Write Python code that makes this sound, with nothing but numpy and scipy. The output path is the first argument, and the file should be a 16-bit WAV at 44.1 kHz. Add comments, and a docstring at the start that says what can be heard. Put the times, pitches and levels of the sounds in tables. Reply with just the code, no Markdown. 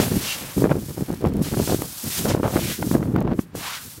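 """Hand raking hailstones on a doorstep

Countless ice pellets tick together close to a phone; each scoop shoves a mass of them
with a deeper crunch, and some rattle on the metal sill.
Gusts and handling buffet the microphone with low, ragged bumps."""
import sys
import numpy as np
from scipy import signal
from scipy.fft import rfft, irfft
from scipy.io import wavfile
from scipy.ndimage import uniform_filter1d

SR = 44100
rng = np.random.default_rng(int(sys.argv[2]) if len(sys.argv) > 2 else 0)


def to_wav(sig):
    """Store sig (one row per channel, or 1-D mono) as 16-bit WAV at the path in sys.argv[1].

    Samples outside -1..1 are clipped; the rate is SR.
    """
    pcm = np.clip(np.atleast_2d(sig), -1, 1) * 32767
    pcm = np.round(pcm).astype(np.int16)
    wavfile.write(sys.argv[1], SR, pcm.T)  # frames by channels


N = 176400
CRUNCHES_PER_S, CRUNCH_SPREAD_DB = 7000, 0.5


def undb(db):
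    """Decibels to gain."""
    return 10 ** (np.asarray(db) / 20)


def unit(x):
    """Scale to rms 1."""
    return x / np.sqrt(np.mean(x ** 2))


def clock():
    """Sample times [s]."""
    return np.arange(N) / SR


def cut(x, hz, kind, order=2):
    """Butterworth low-pass or high-pass."""
    return signal.sosfilt(signal.butter(order, hz, kind, fs=SR, output="sos"), x)


def colour(x, points):
    """Filter by (frequency [Hz], gain [dB]) points."""
    hz, db = np.array(points).T
    bins_hz = np.maximum(np.arange(N // 2 + 1) * SR / N, 1)
    gain = undb(np.interp(np.log(bins_hz), np.log(hz), db))
    return irfft(rfft(x) * gain, N)


def flutter(rms_db, rate_hz):
    """Smooth random gain."""
    hold = int(SR / rate_hz)
    steps = np.repeat(rng.standard_normal(N)[:N // hold + 1], hold)
    return undb(rms_db * unit(uniform_filter1d(steps, hold)[:N]))


def impacts(per_s, spread_db):
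    """Random impulses: many small, a few large."""
    hits = rng.random(N) < per_s / SR
    polarity = np.sign(rng.standard_normal(N))
    size = np.minimum(rng.exponential(size=N), 3.6)
    return hits * polarity * undb(spread_db * size)


def swell(peak_s, rise_s, fall_s):
    """Asymmetric bell envelope."""
    t = clock() - peak_s
    return np.exp(-(t / np.where(t < 0, rise_s, fall_s)) ** 2 / 2)


def loose_pellets():
    """Ice slides over ice in dense, bright ticks."""
    # slide envelope (time [s], level [dB])
    slide = [(0, -30), (0.025, -28.5), (0.09, -35.5), (0.2, -32.5), (0.3, -33.5), (0.35, -35),
             (0.54, -40.5), (0.61, -35), (0.68, -49.5), (0.76, -45.5), (0.86, -42), (1.0, -45),
             (1.15, -50.5), (1.22, -51.5), (1.33, -59), (1.405, -55), (1.425, -36.5), (1.45, -37),
             (1.51, -39.5), (1.69, -32.5), (1.8, -36), (1.93, -37.5), (2.05, -33), (2.19, -28.5),
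             (2.26, -32.5), (2.3, -36), (2.38, -48.5), (2.55, -35), (2.74, -33.5), (2.79, -40),
             (2.935, -36.5), (2.99, -48), (3.13, -55.5), (3.25, -70), (3.34, -60.5), (3.41, -42.5),
             (3.46, -63), (3.535, -72), (3.555, -38.5), (3.7, -40.5), (3.94, -42), (4.0, -50)]
    # tick spectrum (frequency [Hz], gain [dB])
    spectrum = [(500, -9.5), (1200, -6), (2000, -9), (3000, -5.5), (5000, -2.5), (7700, -2), (12300, -0.5),
                (15500, -4.5)]
    ticks = cut(colour(impacts(per_s=11000, spread_db=1), spectrum), 290, "high")
    time_s, level_db = np.array(slide).T
    envelope = undb(np.interp(clock(), time_s, level_db) + 2)
    return unit(ticks) * envelope * flutter(rms_db=0.96, rate_hz=90)


def gust(start_s, end_s, attack_s=0.0045, release_s=0.0058, tail_db=-10, tail_s=0.076):
    """Gust envelope: quick attack, hold, quick release, weak tail."""
    t = clock()
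    attack = (1 + np.tanh((t - start_s) / attack_s)) / 2
    release = (1 - np.tanh((t - end_s) / release_s)) / 2
    tail = undb(tail_db) * np.exp(-np.maximum(t - end_s, 0) / tail_s)
    return attack * np.maximum(release, tail)


def wind():
    """Ragged gusts over a low breeze: large eddies thud, small ones rasp."""
    # gusts on the microphone (start [s], end [s], rumble level [dB], rasp level [dB])
    gusts = [(0, 0.089, -26.5, -32.5), (0.1, 0.177, -22.5, -40.5), (0.214, 0.585, -45.5, -48),
             (0.41, 0.463, -37.5, -52), (0.567, 0.623, -22.5, -39), (0.618, 0.68, -20.5, -31),
             (0.69, 0.732, -27, -31), (0.721, 0.8, -29, -44.5), (0.817, 0.844, -29, -45),
             (0.882, 0.916, -30.5, -41), (0.962, 1.035, -31.5, -40.5), (1.076, 1.146, -29.5, -39),
             (1.205, 1.258, -25, -41), (1.237, 1.289, -23.5, -33), (1.26, 1.333, -26.5, -44),
             (1.343, 1.431, -23, -39), (1.442, 1.496, -33.5, -44), (1.516, 1.545, -22, -32),
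             (1.566, 1.642, -24, -33), (1.677, 1.751, -25.5, -32), (1.78, 1.872, -33.5, -41.5),
             (2.037, 2.086, -29, -44), (2.173, 2.247, -30, -43), (2.248, 2.323, -21.5, -28.5),
             (2.334, 2.415, -28, -32.5), (2.438, 2.493, -26.5, -26), (2.486, 2.565, -31.5, -31.5),
             (2.538, 2.6, -24, -26.5), (2.59, 2.731, -31.5, -46), (2.785, 2.896, -26.5, -43.5),
             (2.924, 2.978, -25, -35), (2.972, 3.134, -27, -39.5), (3.139, 3.19, -20, -33),
             (3.184, 3.349, -24, -33.5), (3.377, 3.414, -33.5, -46), (3.532, 3.617, -36.5, -57),
             (3.835, 3.885, -45, -75), (3.972, 3.994, -37, -67)]
    # large-eddy spectrum (frequency [Hz], gain [dB])
    rumble_spectrum = [(13, -40), (22, -17.5), (108, 0.5), (172, 1), (354, -5.5), (700, -21.5), (910, -44),
                       (1540, -120)]
    # small-eddy spectrum (frequency [Hz], gain [dB])
    rasp_spectrum = [(250, -43), (480, 4.5), (800, -3.5), (1300, -11.5), (2200, -22.5), (4000, -31.5),
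                     (8000, -46)]
    rumble_gain, rasp_gain = 0, 0
    for start_s, end_s, rumble_db, rasp_db in gusts:
        envelope = gust(start_s, end_s)
        rumble_gain = np.maximum(rumble_gain, undb(rumble_db) * envelope)
        rasp_gain = np.maximum(rasp_gain, undb(rasp_db) * envelope ** 2)
    rumble = cut(colour(impacts(per_s=900, spread_db=3), rumble_spectrum), 513, "low", order=4)
    rasp = cut(colour(impacts(per_s=700, spread_db=4), rasp_spectrum), 164, "high")
    bursts = undb(2) * unit(rumble) * rumble_gain + undb(1) * unit(rasp) * rasp_gain
    breeze = undb(-52.5) * unit(cut(rumble, 216, "low")) * flutter(rms_db=1.5, rate_hz=25)
    return bursts * flutter(rms_db=2, rate_hz=110.1) + breeze


def air():
    """Faint, steady outdoor noise."""
    # (frequency [Hz], gain [dB])
    spectrum = [(30, -16), (150, 8), (500, -4.5), (1600, -1.5), (4000, -16.5), (15000, -37)]
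    return undb(-55.5) * unit(colour(rng.standard_normal(N), spectrum))


def buffets(rise_cycles=0.31, fall_cycles=0.41, crack_s=0.0028):
    """Pointed pressure swings of a cycle or two, each with a dull crack."""
    # bumps on the microphone (time [s], thud level [dB], pitch [Hz], crack level [dB])
    bumps = [(0.001, -2.5, 284, -26.5), (0.168, -9.5, 236, -49), (0.58, -6.5, 269, -34),
             (0.622, -1.5, 324, -40), (0.642, -2, 324, -24.5), (0.654, -9, 380, -26),
             (0.66, -3.5, 412, -49), (0.695, -17, 350, -29), (0.712, -3.5, 178, -29), (0.718, -4, 417, -25),
             (0.756, -12, 368, -34.5), (0.77, -15, 303, -48), (0.98, -15, 348, -39.5),
             (1.009, -14.5, 320, -38), (1.104, -9.5, 264, -43), (1.243, -4.5, 343, -42),
             (1.252, -6.5, 520, -27.5), (1.417, -7, 217, -57), (1.544, -12, 313, -31),
             (1.573, -15, 445, -39), (1.6, -5.5, 377, -54), (1.676, -14, 384, -30), (1.723, -6.5, 360, -32),
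             (1.746, -6, 308, -31), (1.821, -15, 364, -33.5), (2.257, -8, 400, -38), (2.318, -7, 296, -33),
             (2.349, -4.5, 386, -28), (2.401, -8, 238, -52), (2.432, -6.5, 340, -27),
             (2.561, -5.5, 295, -41), (2.567, -8.5, 407, -24), (2.827, -11, 500, -25),
             (2.914, -4.5, 245, -28), (2.951, -5, 340, -32), (2.953, 1, 317, -29.0),
             (3.029, -13, 315, -30.5), (3.099, -16.5, 219, -55), (3.162, -4, 266, -26),
             (3.277, -15, 384, -31), (3.315, -13, 251, -50), (3.327, -8.5, 330, -40),
             (3.392, -3, 240, -26.5), (3.552, -15.5, 473, -35.5)]
    thuds, crack_gain = 0, 0
    for (time_s, thud_db, hz, crack_db), phase in zip(bumps, rng.random(len(bumps))):
        t = clock() - time_s
        thud_tau_s = np.where(t < 0, rise_cycles, fall_cycles) / hz
        thud_envelope = np.exp(-np.minimum(np.abs(t) / thud_tau_s, 20))
        thuds += undb(thud_db) * thud_envelope * np.cos(2 * np.pi * (hz * t + phase))
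        crack_tau_s = np.where(t < 0, crack_s / 2, crack_s)
        crack_gain += undb(crack_db) * np.exp(-np.minimum(np.abs(t) / crack_tau_s, 20))
    grit = cut(cut(rng.standard_normal(N), 590, "high"), 1434, "low", order=3)
    return undb(1) * cut(thuds, 2300, "low") + undb(4) * crack_gain * unit(grit)


def scoops():
    """Each shove moves a mass of pellets; the deeper it digs, the lower the crunch reaches."""
    # shoves (peak [s], rise [s], fall [s], level [dB], low edge [Hz], high edge [Hz])
    shoves = [ (.016, .05, 0.032, -27.5, 970, 6200), (.295, 0.058, 0.045, -30.5, 2260, 6200),
              (.32, 0.21, 0.17, -37.5, 567, 3400), (1.15, 0.18, 0.27, -51.5, 670, 3200),
              (1.448, 0.0087, 0.056, -37, 1110, 5270), (1.69, 0.067, 0.042, -33, 2600, 8050),
              (2.171, 0.065, 0.035, -31, 1710, 8240), (2.292, 0.01, 0.029, -29, 1220, 6060),
              (2.58, 0.088, .06, -41, 1340, 5030), (2.691, 0.078, 0.057, -32.5, 1390, 5270),
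              (3.555, 0.0017, 0.17, -40.5, 1100, 11000), (3.694, 0.065, 0.063, -32, 1330, 4430), ]
    out = 0
    for peak_s, rise_s, fall_s, db, low_hz, high_hz in shoves:
        hits = impacts(CRUNCHES_PER_S, CRUNCH_SPREAD_DB)
        crunch = cut(cut(hits, low_hz, "high", order=4), high_hz, "low")
        out += unit(crunch) * undb(db) * swell(peak_s, rise_s, fall_s)
    return out * flutter(rms_db=1.5, rate_hz=70)


def spill(decay_s=0.0015):
    """Stray pellets trickle off the lifted handful, one tiny snap each."""
    snap = rng.standard_normal(300) * np.exp(-clock()[:300] / decay_s)
    drops = impacts(per_s=450, spread_db=7.5)
    ticks = cut(signal.fftconvolve(drops, snap)[:N], 2000, "high")
    return undb(-50) * unit(ticks) * swell(peak_s=1.76, rise_s=2.5, fall_s=0.1)


def sill(t60_s=0.12):
    """Thrown pellets ring the metal sill."""
    # sill modes (frequency [Hz], level [dB])
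    modes = [(2333, -6), (2561, -10), (2731, 2), (2785, 2), (2848, -8), (2918, -7), (3063, 3), (3365, -15),
             (4634, -6)]
    # pellet showers (peak [s], rise [s], fall [s], level [dB])
    showers = [(.29, 0.018, 0.03, -30), (.3, 0.22, 0.2, -53)]
    t = clock()[:SR // 2]
    ring = sum(undb(db) * np.sin(2 * np.pi * hz * t) for hz, db in modes)
    ring *= np.exp(-np.log(1000) * t / t60_s)
    envelope = sum(undb(db) * swell(*timing_s) for *timing_s, db in showers)
    hits = unit(impacts(per_s=1200, spread_db=2.5)) * envelope
    return signal.fftconvolve(hits, ring / np.linalg.norm(ring))[:N]


def clicks(decay_s=0.0013):
    """Single pellets snap close to the microphone."""
    # snaps (time [s], level [dB])
    snaps = [(0.895, -28), (.980, -29), (1.094, -26), (1.128, -25.5), (1.142, -27), (1.295, -36),
             (1.368, -26), (1.392, -35), (1.82, -15), (3.163, -26.5), (3.205, -26), (3.225, -35)]
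    t = clock()
    envelope = sum(undb(db) * (t >= at_s) * np.exp(-np.abs(t - at_s) / decay_s) for at_s, db in snaps)
    noise = cut(rng.standard_normal(N), 1600, "high", order=1)
    return undb(-5.5) * envelope * unit(noise)


def hollows(bandwidth_hz=590, octaves_per_s=2.6):
    """The crunch rings the hollow under the cupped hand; pitch climbs as pellets fill it."""
    # hollow resonances (peak [s], rise [s], fall [s], level [dB], pitch at peak [Hz])
    resonances = [(2.67, 0.054, 0.033, -41.5, 2530), (3.685, 0.062, 0.073, -36, 1120)]
    out = 0
    for peak_s, rise_s, fall_s, db, hz in resonances:
        pitch_hz = hz * 2 ** np.clip(octaves_per_s * (clock() - peak_s), -1, 1)
        carrier = np.exp(2j * np.pi * np.cumsum(pitch_hz) / SR)
        hits = impacts(CRUNCHES_PER_S, CRUNCH_SPREAD_DB)
        ring = np.real(carrier * cut(hits / carrier, bandwidth_hz / 2, "low"))  # gliding band-pass
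        out += unit(ring) * undb(db) * swell(peak_s, rise_s, fall_s)
    return out


def scene():
    """Ice, air and wind, the same in both channels."""
    ice = loose_pellets() + scoops() + hollows() + sill() + clicks() + spill()
    return np.tile(ice + air() + wind() + buffets(), (2, 1))


def record(dry):
    """The phone cuts the deepest bass and the top."""
    low_hz, top_hz = 36, 15750
    steep_lowpass = signal.ellip(10, 0.2, 80, top_hz, fs=SR, output="sos")
    return signal.sosfilt(steep_lowpass, cut(dry, low_hz, "high"))


dry = scene()
out = record(dry)
to_wav(out)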